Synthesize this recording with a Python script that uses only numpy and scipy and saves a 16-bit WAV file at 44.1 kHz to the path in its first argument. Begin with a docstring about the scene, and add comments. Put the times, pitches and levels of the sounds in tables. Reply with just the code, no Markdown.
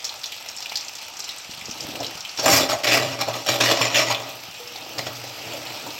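"""Vegetables frying in a thin metal pan

Steam bubbles fizz as shaped noise and decaying pops; louder spits are resonant puffs of noise.
Pieces land as damped swings, vegetables pour in and scrape the pan as clumped slips in short rushes,
and more pieces tumble. Resonators ring the pan wall and hum as the boom of its bowl, over a low murmur
of burner and room. Sparse decaying taps give the brief reverberation of a small hard kitchen."""
import sys
import numpy as np
from scipy import signal
from scipy.fft import next_fast_len
from scipy.io import wavfile
from scipy.ndimage import uniform_filter1d

SR = 44100
rng = np.random.default_rng(int(sys.argv[2]) if len(sys.argv) > 2 else 0)


def dump_mix(stems):
    """Bounce the given channels to the path in sys.argv[1] as a 16-bit WAV at rate SR."""
    frames = np.atleast_2d(stems).T  # one column per channel
    limited = np.clip(frames, -1, 1)  # hard clip at full scale
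    pcm = np.round(limited * 32767).astype(np.int16)
    wavfile.write(sys.argv[1], SR, pcm)


N = 264159
BINS = np.fft.rfftfreq(4096, 1 / SR)  # filter design frequencies, f/Hz

# rushes of pieces poured into the pan: start t/s, length t/s, pressure at start level/dB, pressure at end
# level/dB, wall ring re pressure level/dB, edge hiss re pressure level/dB, contact resonance f/Hz,
# boom of the bowl at mean pressure level/dB
POURING_RUSHES = [(2.384, 0.011, -24, -23.5, -6.5, -9, 4960, -42),
                  (2.419, 0.033, -34, -22, -1.5, -6, 4650, -52),
                  (2.458, 0.042, -14.5, -17.5, 1, -1, 2980, -34),
                  (2.502, 0.078, -12.5, -14, -7.5, 1.5, 4820, -28.5),
                  (2.597, 0.058, -17, -27, -3.5, -4, 3670, -42),
                  (2.689, 0.048, -23.5, -21.5, -3.5, -5, 3640, -35),
                  (2.834, 0.018, -19, -19, -7, -4, 2840, -42),
                  (2.867, 0.087, -17, -17, -8.5, -7, 2670, -35),
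                  (2.928, 0.052, -15, -18, -5.5, -2.5, 2360, -36),
                  (2.993, 0.15, -26.5, -31.5, -1.5, -6, 3000, -32.5),
                  (3.188, .015, -31, -28.5, 1, -13, 3320, -36),
                  (3.21, 0.015, -15, -24.5, -7, -4.5, 3970, -38),
                  (3.269, 0.045, -32, -31.5, 4.5, -9, 3130, -35),
                  (3.33, 0.08, -30.5, -37, -0.5, -1.5, 3570, -39),
                  (3.461, 0.023, -27, -20, -9, -6, 3190, -41),
                  (3.487, 0.079, -16, -25, -4.5, -4, 3200, -31.5),
                  (3.601, .125, -15, -16.5, -5, -7.5, 3200, -30.5),
                  (3.735, 0.066, -23, -23, -5.5, -9, 3320, -45),
                  (3.811, .072, -18.5, -24, -4.5, -9, 2790, -32),
                  (3.9, 0.052, -26.5, -28, -2.5, -10, 2980, -49),
                  (3.946, 0.078, -14.5, -16, -7.5, -8, 2960, -34),
                  (4.035, 0.088, -31, -19.5, -5, -9, 3000, -37),
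                  (4.179, 0.12, -37.5, -39.5, -0.5, -7, 3250, -43),
                  (4.98, .015, -28, -25, -10.5, -6, 2400, -42),
                  (5.066, 0.0098, -25, -28, 0.5, -15, 3420, -43)]
# two spells of pieces shifting and tumbling: t/s, rustle level/dB, boom of the bowl level/dB
TUMBLING = [
    [(1.45, -58, -60), (1.72, -54, -64), (1.83, -38, -46), (1.99, -35.5, -59), (2.01, -26.5, -46),
     (2.06, -36, -47), (2.17, -49, -56), (2.22, -60, -80), (2.36, -64, -80)],
    [(4.33, -40, -54), (4.4, -50, -54), (4.57, -54, -61), (4.75, -44, -67), (4.9, -40, -57),
     (4.99, -33.5, -43), (5.2, -45, -42), (5.3, -42, -49), (5.42, -41.5, -67), (5.47, -33.5, -48),
     (5.55, -36, -45.5), (5.66, -38, -50), (5.78, -41, -55), (5.87, -36.5, -51), (5.99, -43, -50)],
]


def amp(db):
    """The decibel law: 20 dB is a factor of ten in amplitude."""
    return 10 ** (np.asarray(db) / 20)


def unit(x):
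    """Normalisation to a root-mean-square value of 1."""
    return x / np.sqrt(np.mean(x ** 2) + 1e-20)


def read(points, hz):
    """Linear interpolation of a spectral curve on a logarithmic frequency axis."""
    f, value = np.transpose(points)
    return np.interp(np.log(hz + 1), np.log(f + 1), value)


def track(tables, axis, rest):
    """Piecewise-linear envelope: one column of several tables along time, at rest between them."""
    t, out = np.arange(N) / SR, np.full(N, float(rest))
    for rows in tables:
        rows = np.array(rows)
        inside = (t >= rows[0, 0]) & (t <= rows[-1, 0])
        out[inside] = np.interp(t[inside], rows[:, 0], rows[:, axis])
    return out


def colour(x, gain_db):
    """Minimum-phase filtering: the Hilbert transform of log gain gives the causal phase."""
    both_sides_db = np.r_[gain_db, gain_db[-2:0:-1]]
    log_gain = np.log(amp(np.maximum(both_sides_db, -100)))
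    phase = -signal.hilbert(log_gain).imag
    taps = np.fft.ifft(np.exp(log_gain + 1j * phase)).real
    return signal.oaconvolve(x, taps)[:len(x)]


def mode(x, hz, width):
    """A damped resonator: one complex pole at hz, with gain near 1 at its peak."""
    r = np.exp(-np.pi * width / SR)
    pole = r * np.exp(2j * np.pi * hz / SR)
    return 2 * signal.lfilter([1 - r], [1, -pole], x).real


def resonate(x, hz, width):
    """Heterodyning: shifts a moving hz to zero, smooths and shifts back, a resonance of gain 1."""
    turn = np.exp(2j * np.pi * np.cumsum(hz * np.ones(len(x))) / SR)
    r = np.exp(-np.pi * width / SR)
    return 2 * (turn * signal.lfilter([1 - r], [1, -r], x / turn)).real


def clicks(per_s, spread_db, cap=2.9):
    """Random impulses of either sign at a mean rate, a few of them large."""
    size = amp(spread_db * np.minimum(rng.exponential(1, N), cap))
    return size * rng.choice([-1., 1.], N) * (rng.random(N) < per_s / SR)


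def wander(length):
    """Slow random modulation, smooth over about this many seconds."""
    knots = np.arange(0, N / SR + length, length)
    values = rng.standard_normal(10000)[:len(knots)]
    steps = np.interp(np.arange(N) / SR, knots, values)
    return unit(uniform_filter1d(steps, max(round(length * SR / 2), 2)))


def bursts(events, t60, q, wide_db):
    """Impulsive excitation: each event is a puff of noise with a weaker tail, through a resonance."""
    out, t = np.zeros(N + 8000), np.arange(8000) / SR
    fall_db = -60 * np.maximum(t - .002, 0) / t60  # sputters for 2 ms before it fades
    snap = .7 * (t < .001)  # the burst starts hardest
    envelope = amp(fall_db) + amp(-17.5 + 0.1 * fall_db)  # the weak tail fades ten times slower
    for (s, db, hz), noise in zip(events, rng.standard_normal((len(events), 8000))):
        puff = (noise + snap * np.sign(noise)) * envelope
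        puff = mode(mode(puff, hz, hz / q), hz, hz / q) + amp(wide_db) * puff
        out[round(s * SR):][:8000] += amp(db) * puff / abs(puff).max()
    return out[:N]


def rushes(gain_db, release_db_per_s):
    """Rush envelope: a fast attack, a slide from first pressure to last, an exponential decay."""
    attack_s = 0.0019
    t, power = np.arange(N) / SR, np.zeros(N)
    for (start, length, first_db, last_db, *_), db in zip(POURING_RUSHES, gain_db):
        now = t[round(start * SR):][:SR // 2] - start
        held_db = np.interp(now, [0, length], [first_db, last_db])
        held_db = held_db - release_db_per_s * np.maximum(now - length, 0)
        level = np.clip(now / attack_s, 0, 1) * amp(held_db + db)
        power[round(start * SR):][:SR // 2] += level ** 2  # overlapping rushes add in power
    return np.sqrt(power)


def rumble():
    """Filtered noise: the low steady murmur of burner and room."""
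    # shape of the murmur: f/Hz, relative density level/dB per Hz
    murmur = [(15, -19), (25, -3), (49, -5), (92, 0), (163, -3), (362, -1.5), (408, -6.5), (600, -8.5),
              (780, -3), (1320, -120)]
    return amp(-55) * unit(colour(rng.standard_normal(N), read(murmur, BINS)))


def kitchen(x):
    """Reverberation as convolution with sparse taps of random sign; the treble decays sooner."""
    taps = np.zeros(SR // 2)
    at = np.arange(200, len(taps) - 20, 20)
    taps[at + rng.integers(0, 20, len(at))] = rng.choice([-1., 1.], len(at))
    hz, t, z = signal.stft(taps, SR, nperseg=256)
    t60 = read([(300, 0.79), (3000, 0.39), (12000, 0.23)], hz)  # f/Hz, decay by 60 dB t/s
    tail = signal.istft(z * amp(-60 * t / t60[:, None]), SR, nperseg=256)[1]
    return signal.oaconvolve(x, tail / np.linalg.norm(tail))[:N]


def boom():
    """Modal resonance: random jolts keep the lowest mode of the bowl humming."""
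    boom_hz = 119.5
    hum = mode(rng.standard_normal(N), boom_hz, 4.2)
    envelope = abs(signal.hilbert(hum, next_fast_len(N))[:N])
    hum /= envelope ** .8 + 1e-9  # steadier than pure chance
    _, _, first_db, last_db, *_, boom_db = np.transpose(POURING_RUSHES)
    level = rushes(boom_db - (first_db + last_db) / 2, release_db_per_s=300)
    level = level + amp(track(TUMBLING, axis=2, rest=-78))
    return uniform_filter1d(level, size=800) * unit(mode(hum, boom_hz, 52))


def tumble():
    """Random soft impacts, low-passed: wet pieces knock on each other and on the wall."""
    # shape of the rustle: f/Hz, relative density level/dB per Hz
    rustle = [(24, -39), (40, -30), (114, -1.5), (185, -11.5), (324, 2), (366, -6.5), (595, -0.5),
              (830, -7.5), (1500, -25), (1950, -50), (3300, -120)]
    lumps = unit(clicks(600, 2.0)) + 0.33 * rng.standard_normal(N)
    dull = unit(colour(lumps, read(rustle, BINS)))
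    level_db = uniform_filter1d(track(TUMBLING, axis=1, rest=-60), size=400)
    return amp(level_db) * dull


def thuds():
    """Damped oscillation: each soft landing is one quickly decaying sinusoid."""
    # soft landings of pieces: t/s, starting level/dB, f/Hz, decay by 60 dB t/s
    landings = [(.720, -16.5, 820, 0.014), (1.494, -22, 248, 0.011), (1.578, -32, 148, 0.031),
                (1.622, -29, 202, 0.022), (1.684, -23, 430, 0.017), (1.692, -21.5, 223, 0.028),
                (1.799, -28, 716, 0.027), (1.849, -23, 204, 0.023), (1.888, -24, 304, 0.038),
                (2.007, -14, 700, 0.028), (2.045, -29, 607, .03), (2.152, -27.5, 162, 0.029),
                (2.459, -16, 264, 0.2), (2.531, -19, 85.5, 0.073), (4.485, -31.5, 177, 0.034),
                (4.601, -33, 483, 0.38), (4.757, -27, 780, 0.034)]
    out, t = np.zeros(N + 8000), np.arange(8000) / SR
    onset = np.minimum(t / 0.00064, 1)
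    for s, db, hz, t60 in landings:
        swing = amp(db - 60 * t / t60) * np.sin(2 * np.pi * hz * t)
        out[round(s * SR):][:8000] += swing * onset
    return out[:N]


def knocks():
    """Impact excitation: short broad-band cracks of hard contact, and two early spits of oil."""
    # blows of pieces on the pan, and two spits of oil at 2.374 s and 2.396 s: t/s, peak level/dB, centre f/Hz
    blows = [(2.374, -17, 4800), (2.396, -10.5, 5400), (2.432, -12.5, 574), (2.456, -10, 616),
             (2.697, -10, 790), (2.87, -18, 1950), (3.19, -24, 1190), (3.206, -20, 620), (3.283, -17, 570),
             (3.339, -17, 3100), (3.465, -13.5, 630), (3.487, -8.5, 3060), (3.588, -15.5, 590),
             (3.604, -22, 540), (3.811, -8.5, 1080), (3.815, -4, 2560), (3.945, -4, 2720),
             (3.959, -16, 586), (4.104, -9.5, 930), (4.147, -9.5, 3150), (4.199, -20, 583),
             (4.548, -28, 3960), (4.675, -20, 5040), (4.984, -11.5, 5100), (5.07, -20, 600),
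             (5.239, -19.5, 594), (5.535, -20, 595), (5.865, -20, 900)]
    return bursts(blows, t60=0.052, q=2.1, wide_db=-19.0)


def scrape():
    """Sliding friction: poured pieces catch and slip in clumps, through a moving resonance."""
    # shape of the rubbing before it is split in bands: f/Hz, relative density level/dB per Hz
    rub_shape = [(60, -62), (88, -36), (150, -10), (193, -12), (269, -5), (420, -4.5), (522, -4.5),
                 (600, 3.5), (833, -5.5), (1250, -4), (1440, -10.5), (1930, -10), (3670, -12), (5520, -9),
                 (7400, -20), (16000, -32)]
    start, _, _, _, wall_db, hiss_db, contact_hz, _ = np.transpose(POURING_RUSHES)
    latest = np.maximum(np.searchsorted(start, np.arange(N) / SR) - 1, 0)
    contact_hz = contact_hz[latest]

    slips = unit(clicks(1500 * amp(3.5 * wander(.004)), 3.16))
    slips = unit(slips + .5 * rng.standard_normal(N))
    _, _, z = signal.stft(slips, SR, nperseg=512)
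    patches = unit(uniform_filter1d(uniform_filter1d(rng.standard_normal(z.shape), 4, 0), 6, 1))
    slips = signal.istft(z * amp(2.7 * patches), SR, nperseg=512)[1][:N]  # the colour flickers

    rub = unit(colour(slips, read(rub_shape, BINS)))
    rub = rub + 0.77 * resonate(rub, contact_hz, 1060)

    def band(edge_hz, kind):
        """Band splitting: one Butterworth band of the rubbing, normalised."""
        return unit(signal.sosfilt(signal.butter(3, edge_hz, kind, fs=SR, output="sos"), rub))

    low, mid, high = band(1450, "low"), band([1450, 9500], "band"), band(9500, "high")
    wall = rushes(wall_db, release_db_per_s=353)
    edge = rushes(np.zeros(len(POURING_RUSHES)), release_db_per_s=600)
    hiss = rushes(hiss_db, release_db_per_s=600)
    return amp(0.94 * wander(0.0074)) * (wall * low + edge * mid + hiss * high)


def pan_ring(x):
    """Modal synthesis: the contact point moves, so each wall mode is fed now more, now less."""
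    # modes of the pan wall: f/Hz, gain level/dB
    wall_modes = [(271, 3.5), (333, 0), (580, 4), (625, -1), (673, -3), (791, 5.5), (869, -8), (982, -9),
                  (1141, -15), (1240, -8), (1738, -7), (1908, 2), (1952, 7.5), (2330, 2.5), (2395, 3),
                  (2546, 3), (2891, 3), (3457, 5), (4117, 6), (4460, -17), (4821, -3), (5140, -5),
                  (5460, 7.5), (5600, 5), (6370, -5), (6700, 15), (7190, 14.5), (7670, -8), (8050, -14),
                  (8600, -11)]
    ring = np.zeros(N)
    for hz, db in wall_modes:
        swing_db = 3.0 * np.tanh(wander(.06))
        ring += mode(amp(db + swing_db) * x, hz, 8.9 + hz / 300)
    return ring


def spits():
    """Flash boiling: drops of water turn to steam and throw oil in resonant puffs."""
    # loud spits of oil: t/s, peak before colouring level/dB, centre f/Hz
    loud = [(0.0437, -14, 5640), (0.0504, -13, 5540), (0.0922, -17.5, 3970), (0.158, -26, 5400),
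            (0.2344, -18, 4410), (0.2408, -14, 3830), (0.2583, -17, 5470), (0.3214, -17.5, 2950),
            (0.376, -28, 4020), (0.487, -18.5, 5510), (0.5654, -21, 7610), (0.5731, -21, 4800),
            (0.5844, -23, 5350), (0.6054, -23, 5400), (0.625, -17, 4730), (0.6589, -15.5, 2880),
            (0.6952, -19.5, 4300), (0.7205, -19, 2500), (0.7563, -9, 4830), (0.7714, -11, 4870),
            (0.8094, -22, 5510), (0.8477, -23.5, 6730), (0.883, -18, 5470), (0.9523, -20, 6300),
            (0.9854, -23, 5000), (1.1954, -19, 6660), (1.2032, -17.5, 5440), (1.242, -22, 5900),
            (1.291, -14, 3900), (1.3826, -22.5, 7250), (1.51, -24, 4500), (1.5358, -22, 2760),
            (1.575, -24, 4030), (1.6116, -19, 2580), (1.656, -19.5, 5530), (1.6885, -26, 5600),
            (1.7114, -16.5, 5600), (1.8063, -16.5, 5340), (1.828, -22, 5400), (1.9545, -20, 2720),
            (2.0033, -20, 5330), (2.0305, -20, 4040), (2.0453, -13.5, 4020), (2.066, -16, 5050),
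            (2.2064, -18, 5100), (2.2497, -16, 3000), (2.2932, -20, 4760), (4.337, -24.5, 2430),
            (4.76, -21, 4160), (5.3892, -27, 2550), (5.521, -20, 2840), (5.663, -20.5, 2750),
            (5.7044, -23, 2510), (5.8087, -26, 2720), (5.905, -21, 4040)]
    when, weak, high = rng.random((50, 3)).T  # the lesser spits come by chance
    small = zip(when * N / SR, -22 - 11 * weak, 2310 + (6000 - 2310) * high)
    puffs = bursts([*loud, *small], t60=0.036, q=2.25, wide_db=-18.5)
    return colour(puffs, read([(500, -7.5), (3000, 0.5), (8000, 4), (13000, 1)], BINS))  # f/Hz, level/dB


def fizz():
    """Bubble noise: countless tiny bursts merge in a patchy hiss; larger ones pop in their own bands."""
    # frying: t/s, fizz level/dB, treble re the rest of the fizz level/dB, liveliness of single bubbles 0-1
    frying = [(0.0, -34, -5, 0.92), (1.0, -34.5, -5, 0.96), (1.6, -35, -12, 1), (1.91, -31.5, -1, 0.9),
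              (2.36, -33, -16, 0.6), (4.3, -33.5, 2, 0.8), (5.78, -29.5, 0, 0.42), (5.99, -30.5, 2, 0.65)]
    # shape of the fizz: f/Hz, relative density level/dB per Hz
    fizz_shape = [(240, -51), (400, -7), (787, 4), (932, 4), (1040, -3), (1270, 3), (1430, -1.5),
                  (1830, -3), (2100, -0.5), (2610, 5), (3800, 0), (5400, 0), (7400, -5.5), (16000, -8)]
    rows, now = np.array(frying), np.arange(N) / SR
    # cold pieces calm the oil
    level_db, treble_db, lively = (np.interp(now, rows[:, 0], column) for column in rows.T[1:])

    hz, _, z = signal.stft(rng.standard_normal(N), SR, nperseg=512)
    patches = unit(uniform_filter1d(uniform_filter1d(rng.standard_normal(z.shape), 8, 0), 10, 1))
    depth_db = 1.74 + 1.3 * hz[:, None] / 12000  # level flicker, deeper at high frequencies
    hiss = unit(signal.istft(z * amp(depth_db * patches), SR, nperseg=512)[1][:N])

    t, pops = np.arange(1500) / SR, np.zeros(N)
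    for centre in np.geomspace(2200, 15000, 16):
        pop = mode(rng.standard_normal(1500) * amp(-60 * t / 0.024), centre, centre / 2.9)
        pop = unit(pop) * (centre / 5000) ** 1.2
        pops += signal.oaconvolve(clicks(40, 7.9, cap=2.75), pop)[:N]
    ticks = unit(clicks(66, 6.4, cap=1.8))  # the smallest bubbles snap in an instant

    bubbles = amp(-1.0) * unit(pops) + amp(-14.0) * ticks
    sound = unit(colour(hiss + lively * bubbles, read(fizz_shape, BINS)))
    treble = signal.sosfilt(signal.butter(2, 9000, "high", fs=SR, output="sos"), sound)
    return amp(level_db) * (sound + (amp(treble_db) - 1) * treble)


def scene():
    """Superposition: direct sounds, the pan wall they excite, the kitchen's answer and the background."""
    contact, spit, oil = knocks() + scrape(), spits(), fizz()
    wall = pan_ring(contact + amp(-5.5) * spit + amp(-14.5) * oil)
    near = contact + spit + thuds() + wall
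    return (near + amp(-10.5) * kitchen(near) + oil + tumble() + boom() + rumble())[None]


def record(dry):
    """Transduction: microphone colour, soft saturation of the loudest peaks, then a band limit."""
    # colour of the small microphone: f/Hz, gain level/dB
    microphone = [(20, -17), (45, -7), (90, -1.5), (6000, -1.5), (6800, -7.5), (7500, -2.5), (8800, -12),
                  (10200, -16.5), (11500, -10.5), (12500, -6.5), (13500, -3.5), (14800, -12.5), (16000, -6)]
    coloured = colour(dry[0], read(microphone, BINS))[None]
    soft = 0.7 * np.tanh(coloured / 0.89)
    low_pass = signal.firwin(1023, 15960, window=("kaiser", 10), fs=SR)  # cutoff in Hz
    return signal.oaconvolve(soft, low_pass[None], "same")


dry = scene()
out = record(dry)
dump_mix(out)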